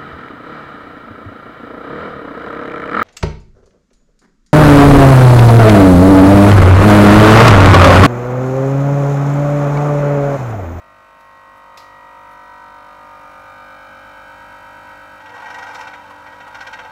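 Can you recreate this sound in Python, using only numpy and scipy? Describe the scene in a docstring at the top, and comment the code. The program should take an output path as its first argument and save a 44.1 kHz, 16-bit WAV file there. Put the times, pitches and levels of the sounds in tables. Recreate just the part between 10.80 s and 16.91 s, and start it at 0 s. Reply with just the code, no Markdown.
"""In a small quiet room a refrigerator hums while the microphone rises from its doors to its top.
The piston compressor shakes the cabinet once a turn, giving a harmonic hum and a fine buzz whose
partials swell and fade through standing waves. When a hand presses on the top, a loose metal part
starts to bounce, and its impacts ring the metal in two throbbing swells of rattle.
A few light clicks and faint brushes of fingers sound nearby, over the soft noise of the room."""
import sys
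import numpy as np
from scipy import signal
from scipy.fft import rfft, irfft, next_fast_len
from scipy.io import wavfile
from scipy.ndimage import uniform_filter1d

SR = 44100
rng = np.random.default_rng(int(sys.argv[2]) if len(sys.argv) > 2 else 0)


def generate_wav(signal):
    """Clip the signal to [-1, 1] and save it as 16-bit WAV at the path in sys.argv[1]."""
    frames = np.transpose(np.atleast_2d(signal))
    scaled = np.clip(frames, -1, 1) * 32767
    pcm = np.round(scaled).astype(np.int16)
    wavfile.write(sys.argv[1], SR, pcm)


N = 269451
TIME = np.arange(N) / SR
SLOW_TIME = TIME[::100]   # coarse grid for slowly changing gains and phases
TURN_HZ = 48.86   # compressor shaft; its harmonics are called orders
SWAY_HZ, SWAY_DB, SWAY_RADIANS = 8.4, 2.8, .33   # rocking rate; its swing of level and phase


def from_db(db):
    """Amplitude grows tenfold with every 20 dB."""
    return 10 ** (np.asarray(db) / 20)


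def rms_one(x):
    """Normalisation to unit mean power."""
    return x / np.sqrt(np.mean(x ** 2) + 1e-20)


def evened(x, size):
    """Division by the running rms over size samples flattens the envelope."""
    return x / np.sqrt(np.abs(uniform_filter1d(x ** 2, size=size)) + 1e-12)


def drift(rate, at=TIME):
    """Band-limited random variation: lines joining Gaussian values, rate of them per unit of at."""
    knots = rng.standard_normal(4096)
    return np.interp(at * rate, np.arange(len(knots)), knots)


def filtered(x, order, cutoff_hz, side):
    """Butterworth filtering passes the "low" or the "high" side of the cutoff."""
    return signal.sosfilt(signal.butter(order, cutoff_hz, side, fs=SR, output="sos"), x)


def coloured(x, spectrum):
    """Spectral shaping by a smooth curve through rows of frequency_hz, gain_db."""
    hz, db = np.transpose(spectrum)
    size = next_fast_len(len(x))
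    bins = np.maximum(np.fft.rfftfreq(size, 1 / SR), 1)
    gain = from_db(np.interp(np.log(bins), np.log(hz), db))
    return irfft(rfft(x, size) * gain, size)[:len(x)]


def resonate(x, modes):
    """Modal superposition: damped resonators in parallel, with alternating signs."""
    out = 0
    for k, (hz, width_hz, db) in enumerate(modes):
        radius = np.exp(-np.pi * width_hz / SR)
        poles = [1, -2 * radius * np.cos(2 * np.pi * hz / SR), radius ** 2]
        ring = signal.lfilter([1, 0, -1], poles, x + 1e-18)
        out = out + (-1) ** k * from_db(db) * (1 - radius ** 2) / 2 * ring
    return out


def reverberate(x, t60_s, wet_db):
    """Diffuse reflections add a tail of exponentially decaying noise."""
    age = TIME[:SR // 2]
    tail = rng.standard_normal(len(age)) * np.exp(-np.log(1000) * age / t60_s)
    return x + from_db(wet_db) * signal.fftconvolve(x, tail / np.linalg.norm(tail))[:N]


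# The microphone's rise: time_s, way_share
RISE = [(0, 0), (3.0, .88), (3.7, .98), (6.11, 1)]
def path(at=TIME):
    """Position in the sound field, as a share of the way from the doors (0) to the top (1)."""
    return np.interp(at, *np.transpose(RISE))


def along_path(doors_db, top_db):
    """A level gradient: the gain changes evenly in dB from the doors to the top."""
    return from_db(doors_db + (top_db - doors_db) * path())


def above(at=TIME, edge_share=0.68, width_share=0.12):
    """Acoustic shadow: 0 while the cabinet hides the gap behind it, nearing 1 past its upper edge."""
    return 1 / (1 + np.exp((edge_share - path(at)) / width_share))


# Spectrum of the room air: frequency_hz, gain_db
AIR_SPECTRUM = [(20, -30), (45, -2), (75, -3), (190, -1), (280, -1.5), (420, -6.5), (700, -9), (1050, -2),
                (1500, -6.5), (2500, -12.5), (4500, -19.5), (8000, -26), (15500, -41)]
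def room_air(doors_db=-58, top_db=-52.5):
    """Ambient broadband noise, strongest in the bass and louder towards the top."""
    return along_path(doors_db, top_db) * rms_one(coloured(rng.standard_normal(N), AIR_SPECTRUM))


# Touches of the fingers: peak_s, level_db, half_length_s
FINGER_BRUSHES = [(.409, -69, 0.011), (.455, -72, .012), (.779, -68, .014), (1.523, -64, .015),
                  (4.099, -68, .012)]
# Spectrum of sliding skin: frequency_hz, gain_db
BRUSH_SPECTRUM = [(2000, -30), (5000, -5), (8500, -3), (11000, 1), (14000, 0), (16000, -7)]
def brushes():
    """Friction noise: skin slides briefly over the casing with a thin, soft hiss."""
    pressure = sum(from_db(db) * np.exp(-((TIME - s) / half_s) ** 2 / 2)
                   for s, db, half_s in FINGER_BRUSHES)
    return pressure * rms_one(coloured(rng.standard_normal(N), BRUSH_SPECTRUM))


# Light contacts: start_s, level_db, decay_s
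CLICK_EVENTS = [(.407, -56.5, .006), (0.9737, -38, 0.0043), (0.9764, -38.5, 0.0035), (2.352, -57, .003)]
# Spectrum of the snap: frequency_hz, gain_db
CLICK_SPECTRUM = [(800, -10), (2300, -2), (3200, -6), (4700, -2), (6500, -9), (9000, -19), (12500, -19),
                  (16000, -24)]
# Resonances the clicks excite: pitch_hz, width_hz, gain_db
CLICK_RESONANCES = [(3950, 70, -6), (4230, 60, -1), (4880, 77, 1), (5500, 70, -4), (7470, 150, -12),
                    (12500, 120, -12)]
def clicks(tail_db=-15.0, tail_t60_s=0.49, ring_db=-13.0, ring_t60_s=0.19):
    """Impulsive excitation: each gritty snap leaves a thin ring and the diffuse tail of the room."""
    def dying(t60_s):
        """Exponential decay after each click, by 60 dB in t60_s."""
        return sum(from_db(db) * (TIME >= s) * np.exp(-np.log(1000) * np.abs(TIME - s) / t60_s)
                   for s, db, _ in CLICK_EVENTS)
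    force = sum(from_db(db) * (TIME >= s) * np.exp(-np.abs(TIME - s) / decay_s)
                for s, db, decay_s in CLICK_EVENTS)
    grit = evened(coloured(rng.standard_normal(N), CLICK_SPECTRUM), size=60)
    ring = evened(resonate(rng.standard_normal(N), CLICK_RESONANCES), size=500)
    tail = from_db(tail_db) * dying(tail_t60_s)
    return np.hypot(force, tail) * grit + from_db(ring_db) * dying(ring_t60_s) * ring


# Mains hum and other motor tones: pitch_hz, level_at_top_db
STEADY_TONES = [(81, -66), (100, -59), (162, -65.5), (199.5, -65.5), (324, -68)]
def motor(doors_db=-13.0):
    """Steady forced vibration gives low pure tones, louder over the gap behind the cabinet."""
    tones = sum(from_db(db) * np.sin(2 * np.pi * (hz * TIME + rng.random())) for hz, db in STEADY_TONES)
    return np.sqrt(2) * tones * along_path(doors_db, 0)


def stroke(turns, depth=.38):
    """Amplitude modulation by the piston's push, once in every turn."""
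    return 1 + depth * np.cos(2 * np.pi * turns)


def sway(at=TIME, doors_depth=.5):
    """Mass on springs: the compressor rocks, heard more from above; each call has its own phase."""
    depth = doors_depth + (1 - doors_depth) * above(at)
    return depth * np.sin(2 * np.pi * (SWAY_HZ * at + rng.random()))


def looseness(loose_at_s=4.385, loosen_s=0.024, seated_play=0.048):
    """Loss of contact: under the hand the part goes from slight play to free bouncing (1)."""
    return np.interp(TIME, [loose_at_s, loose_at_s + loosen_s], [seated_play, 1])


def ripple(place, antinode, spacing, reflection):
    """Interference: a tone and its reflection reinforce and weaken each other along the way."""
    return np.abs(1 + reflection * np.exp(2j * np.pi * (place - antinode) / spacing))


def standing_wave(place, doors_db, top_db, *pattern):
    """A standing wave from the wall lays nodes and antinodes over a tone's level gradient."""
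    return from_db(doors_db + (top_db - doors_db) * place) * ripple(place, *pattern)


# High orders that meet a resonance of the pipes:
# order, doors_db, top_db, antinode_share, spacing_share, reflection_ratio
PIPE_ORDERS = [(54.0, -73.5, -69.0, 0.11, 0.35, 0.6), (63.0, -76.0, -67.5, 0.01, 0.31, 0.6),
               (75.0, -80.5, -72.5, 0.02, 0.26, 0.45), (76.0, -79.5, -74.5, 0.16, 0.25, 0.45),
               (78.0, -83.0, -73.5, 0.3, 0.75, 0.9), (80.0, -86.0, -76.0, 0.25, 0.71, 0.6),
               (89.0, -92.0, -69.5, 0.06, 1.51, 0.9), (96.0, -86.5, -78.5, 0.38, 0.8, 0.75),
               (101.0, -92.5, -80.0, 0.1, 0.22, 0.45), (112.0, -83.5, -83.5, 0.38, 0.53, 0.6),
               (114.0, -95.5, -79.5, 0.11, 0.22, 0.45)]
def pipes(turns, gain_db=-3.0, loose_loss_db=-4.0):
    """Resonance: thin metallic tones pulse with the stroke and swell and fade in standing waves."""
    place = path(SLOW_TIME)
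    tones = 0
    for order, *wave in PIPE_ORDERS:
        gain = standing_wave(place, *wave) * from_db(SWAY_DB * sway(SLOW_TIME))
        phase = 2 * np.pi * (order * turns + rng.random())
        tones = tones + np.interp(TIME, SLOW_TIME, gain) * np.sin(phase)
    return np.sqrt(2) * tones * stroke(turns) * from_db(gain_db + loose_loss_db * looseness())


# Reflections of the buzz from the walls: doors_lag_s, top_lag_s, gain_ratio
WALL_REFLECTIONS = [(.00155, 0.000867, 0.2), (.0031, .00225, 0.33)]
def wall_echoes(x):
    """Comb filtering: echoes arrive sooner as the microphone rises, so the notches sweep upward."""
    return x + sum(gain * np.interp(TIME - doors_s - (top_s - doors_s) * path(), TIME, x)
                   for doors_s, top_s, gain in WALL_REFLECTIONS)


# Broad spectrum of the buzz: frequency_hz, gain_db
BUZZ_SPECTRUM = [(2300, -32), (3000, 0), (3400, -14.5), (4000, -16.5), (5400, -13), (6500, -16.5),
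                 (8200, -28), (9300, -20), (12000, -17), (13800, -21), (15500, -17.5)]
# Resonances of shell and pipes: pitch_hz, width_hz, gain_db
SHELL_MODES = [(2596, 170, 0), (2960, 37, 3), (3067, 84, -4.5), (3300, 160, -14), (3680, 78, -3.5),
               (3870, 57, 1), (4230, 105, -8.5), (4740, 30, -6), (5460, 62, -22), (6790, 54, -8),
               (6960, 33, -16.5), (7920, 200, -11), (8580, 110, -17)]
def buzz(turns, doors_db=-64.5, top_db=-56, hiss_db=-24.0, fades_per_way=7.06, flutter=0.32,
         loose_loss_db=-3.0):
    """Periodic forcing rings the shell with high overtones; their mix varies with sway and position."""
    period = round(SR / TURN_HZ)
    angle = (turns + .0004 * drift(200)) % 1   # timing jitter blurs the highest overtones into hiss
    overtones = 0
    for _ in range(4):
        cycle = irfft(np.exp(2j * np.pi * rng.random(period // 2)), 4 * period)
        weight = drift(fades_per_way, path()) + flutter * sway()
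        overtones = overtones + weight * np.interp(angle, np.arange(len(cycle)) / len(cycle), cycle)
    force = stroke(turns) * (evened(overtones, size=period) + from_db(hiss_db) * rng.standard_normal(N))
    shell = resonate(force, SHELL_MODES) + coloured(force, BUZZ_SPECTRUM)
    bright = filtered(shell, order=6, cutoff_hz=2400, side="high")
    gain = along_path(doors_db, top_db) * from_db(loose_loss_db * looseness())
    return gain * evened(wall_echoes(bright), size=9000)


# Base level of the shadowed orders: time_s, level_db
HUM_LEVEL = [(0, -55), (1.5, -50.5), (3.0, -50.5), (4.2, -50), (4.6, -54), (6.11, -51)]
# Orders whose balance shifts at the cabinet's edge, relative to that level: order, doors_db, above_db
SHADOWED_ORDERS = [(1, -12, -9), (2, -20, -23), (3, -22.5, -26), (4, -29.5, -19), (5, -17, -12.5),
                   (6, -14.5, -5.5), (7, -20, -51), (8, -22.5, -42), (35, -26, -21), (36, -18, -16.5),
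                   (37, -25, -18), (38, -13.5, -35), (42, -14.5, -41), (43, -33, -18), (44, -17.5, -14.5),
                   (46, -27, -13), (47, -16.5, -28), (50, -12.5, -22)]
# Orders in standing waves: order, doors_db, top_db, antinode_share, spacing_share, reflection_ratio
STANDING_ORDERS = [(10.0, -69.5, -59.5, 0.42, 1.02, 0.45), (11.0, -58.0, -50.0, 0.3, 0.51, 0.25),
                   (12.0, -60, -51, 0.54, 0.85, 0.26), (13.0, -59.0, -58, 0.98, 1.17, 0.45),
                   (14.0, -59.5, -68, 0.43, 0.58, 0.39), (15.0, -62.5, -51.5, 0.54, 0.95, 0.54),
                   (16.0, -69.5, -51, 0.16, 0.528, 0.32), (17.0, -78, -51, 0.06, 0.38, 0.2),
                   (18.0, -63.5, -56.0, 0.14, 0.67, 0.65), (19.0, -58.5, -39, 0.26, 1.28, 0.71),
                   (20.0, -55.5, -50, 0.46, 0.78, 0.96), (21.0, -74.5, -46.5, 0.3, 1.35, 0.94),
                   (22.0, -48, -62.5, 0.24, 0.41, 0.42), (23.0, -55, -72, 0.68, 1.4, 0.81),
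                   (24.0, -61, -60, 0.74, 0.75, 0.17), (25.0, -51.5, -49, 0.59, 0.89, 0.77),
                   (26.0, -55.5, -49, 0.45, 0.7, 0.32), (27.0, -57, -45.5, 0.18, 0.317, 0.31),
                   (28.0, -54.5, -60.5, 0.5, 0.71, 0.51), (29.0, -71, -47.5, 0.15, 0.55, 0.44),
                   (30.0, -74, -52.5, 0.53, 0.35, 0.3), (31.0, -59.5, -46, 0.13, 0.373, 0.42),
                   (32.0, -76, -61, 0.18, 0.64, 0.2), (33.0, -69.5, -53, 0.26, 0.63, 0.41),
                   (34.0, -77, -54.5, 0.06, 0.57, 0.48), (39.0, -51.5, -58.5, 0.4, 0.75, 0.48),
                   (40.0, -65.5, -63, 0.34, 0.38, 0.65), (41.0, -66.5, -61.5, 0.43, 0.84, 0.63),
                   (45.0, -73, -63, 0.02, 0.32, 0.16), (48.0, -76.0, -54, 0.053, 0.376, 0.38),
                   (49.0, -72, -58.5, 0.23, 0.51, 0.33)]
# Weaker reflections from the cabinet: order, antinode_share, spacing_share, reflection_ratio
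CABINET_REFLECTIONS = [(19, .13, .14, .18), (20, .48, .6, .3), (22, .14, .34, .17), (25, .18, .6, .3),
                       (26, .29, .53, .3), (27, .51, .6, .3), (31, .01, .26, .15), (33, .08, .41, .3),
                       (39, .335, .17, .25)]
def hum(turns, fade_db=2.0, waver_db=0.75, standing_db=-0.39, upper_hz=580,
        press_s=4.16, press_hz=910, press_width_hz=88, press_db=-4.5, loose_loss_db=-4.5,
        falter_radians=0.5, wander_radians=.55, wanders_per_way=4, chirp_orders=11.3, scatter_cycles=.11):
    """Harmonic series of the shaft; the upper orders flutter, and falter once the part is loose."""
    place, height, loose = path(SLOW_TIME), above(SLOW_TIME), looseness()[::100]
    level_db = np.interp(SLOW_TIME, *np.transpose(HUM_LEVEL))
    orders = []
    for order, doors_db, above_db in SHADOWED_ORDERS:
        balance = from_db(doors_db) * (1 - height) + from_db(above_db) * height
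        orders.append((order, balance * from_db(level_db + fade_db * drift(1.296, SLOW_TIME))))
    for order, *wave in STANDING_ORDERS:
        orders.append((round(order), from_db(standing_db) * standing_wave(place, *wave)))
    cabinet = {order: ripple(place, *wave) for order, *wave in CABINET_REFLECTIONS}
    pressure = np.clip((SLOW_TIME - press_s) * 20 + .5, 0, 1)
    tones = 0
    for order, gain in orders:
        hz = order * TURN_HZ
        upper = 1 / (1 + (upper_hz / hz) ** 8)
        falter = loose * upper
        # the pressing hand damps one resonance of the top
        damping_db = press_db * pressure * np.exp(-((hz - press_hz) / press_width_hz) ** 2 / 2)
        flutter_db = upper * SWAY_DB * sway(SLOW_TIME) + waver_db * drift(10, SLOW_TIME)
        gain = gain * cabinet.get(order, 1) * from_db(damping_db + flutter_db + loose_loss_db * falter)
        # dispersion in the panels spreads each stroke into a chirp
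        lag_cycles = order ** 2 / (2 * chirp_orders) + scatter_cycles * rng.standard_normal()
        shift = upper * SWAY_RADIANS * sway(SLOW_TIME) - 2 * np.pi * lag_cycles
        shift += falter_radians * falter * drift(25, SLOW_TIME)
        shift += wander_radians * drift(wanders_per_way, place)
        phase = 2 * np.pi * order * turns + np.interp(TIME, SLOW_TIME, shift)
        tones = tones + np.interp(TIME, SLOW_TIME, gain) * np.sin(phase)
    return np.sqrt(2) * tones * stroke(turns, depth=.2 * (1 - above()))


def contacts(turns, count, scatter_turns, uneven_db):
    """An impulse train of unit power: count contacts a turn, uneven in timing and strength."""
    timing, strength = rng.standard_normal((2, 320, count))
    places = (np.arange(count) + rng.random(count) / 2) / count
    contact_turns = np.arange(len(timing))[:, None] + places + scatter_turns * timing
    samples = np.searchsorted(turns, contact_turns.ravel())
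    return rms_one(np.bincount(samples, from_db(uneven_db * strength).ravel(), N + 1)[:N])


# Spells in which the part is shaken: start_s, end_s, level_db
SHAKING_SPELLS = [(3.113, 3.666, -56), (4.008, 4.108, -49), (4.345, 6.11, -48), (4.5, 5.045, -38.5),
                  (5.664, 6.11, -44.5)]
def shaking(attack_s=0.072, release_s=0.14, idle_db=-64):
    """Driving amplitude of the part: spells build, hold and die away, adding in power."""
    power = from_db(idle_db) ** 2
    for start_s, end_s, db in SHAKING_SPELLS:
        attack = np.clip((TIME - start_s) / attack_s, 0, 1)
        release = np.exp(-np.maximum(TIME - end_s, 0) / release_s)
        power = power + (from_db(db) * attack * release) ** 2
    return np.sqrt(power)


# Resonances of the seated part: pitch_hz, width_hz, gain_db
SEATED_MODES = [(1360, 36, -13), (1600, 20, -3), (2210, 130, 3), (2284, 48, -1)]
def chatter(turns, level_db=-57.0, start_s=1.2, peak_s=3.14, end_s=4.17, ease_s=0.05, sharpness=1.6):
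    """Intermittent contact: the seated part brushes the metal once a sway, in a light throb."""
    ring = resonate(contacts(turns, count=11, scatter_turns=.03, uneven_db=8.0), SEATED_MODES)
    lean = ((1 + np.cos(2 * np.pi * SWAY_HZ * (TIME - peak_s))) / 2) ** sharpness
    growth = np.clip((TIME - start_s) / (peak_s - start_s), 0, 1)
    ending = np.clip((end_s - TIME) / ease_s, 0, 1)
    return from_db(level_db) * lean * growth * ending * evened(ring, size=900)


# Low resonances of the rocking part: pitch_hz, width_hz, gain_db
LOW_MODES = [(881.5, 3.5, 5), (967.4, 7, 4), (1122, 48, -16), (1417, 11, -14), (1580, 110, -19.5)]
def rocking(turns, gain_db=-25.0, seated_db=-8.5, growth_exponent=0.36):
    """Repeated soft contacts sustain the low modes, which grow more slowly than the shaking."""
    ring = resonate(contacts(turns, count=9, scatter_turns=0.019, uneven_db=1.0), LOW_MODES)
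    gain = from_db(gain_db + seated_db * (1 - looseness())) * shaking() ** growth_exponent
    return gain * evened(ring, size=1100) * stroke(turns, depth=0.048)


# Bouts of hard bouncing: peak_s, level_db, extra_treble_db
BOUNCING_BOUTS = [(4.408, -42.5, -2), (4.463, -40, -5), (4.495, -40.5, -3), (4.545, -40.5, 2.5),
                  (4.592, -51, -3), (4.628, -39, -8), (4.662, -34.5, -1), (4.706, -34, 2.5),
                  (4.747, -33.5, 0.5), (4.79, -36, 2), (4.828, -33.5, 1.5), (4.87, -36, 1.5),
                  (4.892, -37.5, 0.5), (4.915, -37, 0), (4.951, -34, 6.5), (4.986, -39, 1),
                  (5.012, -34.5, 4.5), (5.076, -33.5, 1.5), (5.138, -35, -6), (5.187, -47, -6),
                  (5.308, -46, -7), (5.467, -38, -6), (5.529, -42.5, -3), (5.608, -38, -6.5),
                  (5.671, -42, -13), (5.751, -32.5, -1), (5.811, -31, 2), (5.872, -32, -0.5),
                  (5.934, -30.5, 0), (5.993, -33, -5), (6.049, -38.5, -5)]
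def bout_force(treble=False, rise_s=0.004, fall_s=0.013):
    """Impact envelope: each bout builds fast and dies more slowly; its hardness sets the treble."""
    force = np.zeros(N)
    for peak_s, db, extra_treble_db in BOUNCING_BOUTS:
        near = slice(*np.searchsorted(TIME, [peak_s - .06, peak_s + .08]))
        age = TIME[near] - peak_s
        width_s = np.where(age < 0, rise_s, fall_s)
        force[near] += from_db(db + treble * extra_treble_db) * np.exp(-(age / width_s) ** 2 / 2)
    return force


# Resonances of the cabinet panel: pitch_hz, width_hz, gain_db
PLATE_MODES = [(490.4, 8.9, 2), (705, 39, -5.5), (786, 9, 5), (827, 21, 0), (885, 14, 3.5),
               (1100, 130, -13), (1290, 155, -9)]
def drumming(turns, gain_db=-1.0, seated_db=-42.0, throb_exponent=0.15):
    """Plate vibration: the panel takes the loose part's heavier knocks and throbs with the bouts."""
    ring = resonate(contacts(turns, count=7, scatter_turns=0.0889, uneven_db=1.5), PLATE_MODES)
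    throb = evened(bout_force() + from_db(-69), size=8000) ** throb_exponent
    gain = from_db(gain_db + seated_db * (1 - looseness())) * shaking()
    return gain * throb * evened(ring, size=900)


# Heavy landings on the panel: peak_s, level_db, pitch_hz
LANDINGS = [(4.604, -43, 890), (4.628, -38, 890), (4.786, -37, 890), (4.868, -48, 920), (4.943, -36, 920),
            (5.0, -36, 970), (5.311, -37.5, 975), (5.562, -47, 960), (5.681, -36.5, 900)]
def thumps(width_hz=90, half_length_s=0.0067):
    """A strongly damped panel resonance answers each heavy landing with a short, hollow knock."""
    knocks = 0
    for peak_s, db, hz in LANDINGS:
        envelope = from_db(db) * np.exp(-((TIME - peak_s) / half_length_s) ** 2 / 2)
        ring = resonate(rng.standard_normal(N), [(hz, width_hz, 0)])
        knocks = knocks + envelope * evened(ring, size=600)
    return knocks


# Narrow resonances of the struck metal: pitch_hz, width_hz, gain_db
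STRUCK_MODES = [(1417, 32, -5), (1504, 32, 6), (1580, 26, -1), (1896, 22, 1.5), (2364, 11.5, -5),
                (2680, 54, -8), (3067, 75, -12.5), (3240, 23, -8.5), (3710, 60, -8.5), (4270, 116, -12),
                (5230, 19, -19), (5420, 32, -13.5), (5660, 33, -18), (5870, 30, -28), (6500, 26, -22),
                (7540, 40, -26)]
# Dense ring of the sheet: frequency_hz, gain_db
SHEET_SPECTRUM = [(300, -43), (420, -36), (500, 0.5), (620, -6.5), (800, 0.5), (1100, -0.5), (1350, 0),
                  (1470, 2), (1560, 2.5), (1750, -9), (2250, 4.5), (3400, -34), (4800, -13), (6100, -13.5),
                  (8500, -35), (16000, -61)]
def rattle(turns, modes_db=0.5, sheet_db=-5.0, clatter_db=-1.5, soft_loss=0.51, hard_lift=0.026,
           split_hz=3700):
    """Contact time sets brightness: light bounces last longer and sound dull, hard ones ring bright."""
    hits = contacts(turns, count=26, scatter_turns=.03, uneven_db=2.5)
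    modes = from_db(modes_db) * rms_one(resonate(hits, STRUCK_MODES))
    sheet = from_db(sheet_db) * rms_one(coloured(hits, SHEET_SPECTRUM))
    ring = evened(modes + sheet, size=650)
    treble = filtered(ring, order=1, cutoff_hz=2600, side="high")
    soft = ring - soft_loss * treble
    hard = ring + hard_lift * treble
    clatter = soft * from_db(clatter_db) * shaking() * stroke(turns, depth=0.26)
    body = filtered(hard, 3, split_hz, "low") * bout_force()
    edge = filtered(hard, 3, split_hz, "high") * bout_force(treble=True)
    return reverberate(clatter + body + edge, t60_s=.22, wet_db=-8.0)


def scene():
    """Superposition of all sources; hum, buzz and rattle follow the one compressor shaft."""
    turns = np.cumsum(TURN_HZ + 0.011 * drift(6)) / SR
    air = room_air()
    compressor = hum(turns) + motor() + buzz(turns) + pipes(turns)
    loose_part = rocking(turns) + chatter(turns) + drumming(turns) + thumps() + rattle(turns)
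    loose_part *= along_path(doors_db=-14, top_db=0)
    return (compressor + loose_part + clicks() + brushes() + air)[None]


def record(dry, cutoff_hz=15700):
    """Band limiting: a steep elliptic low-pass removes the highest treble."""
    return signal.sosfilt(signal.ellip(12, .1, 80, cutoff_hz, fs=SR, output="sos"), dry)


dry = scene()
out = record(dry)
generate_wav(out)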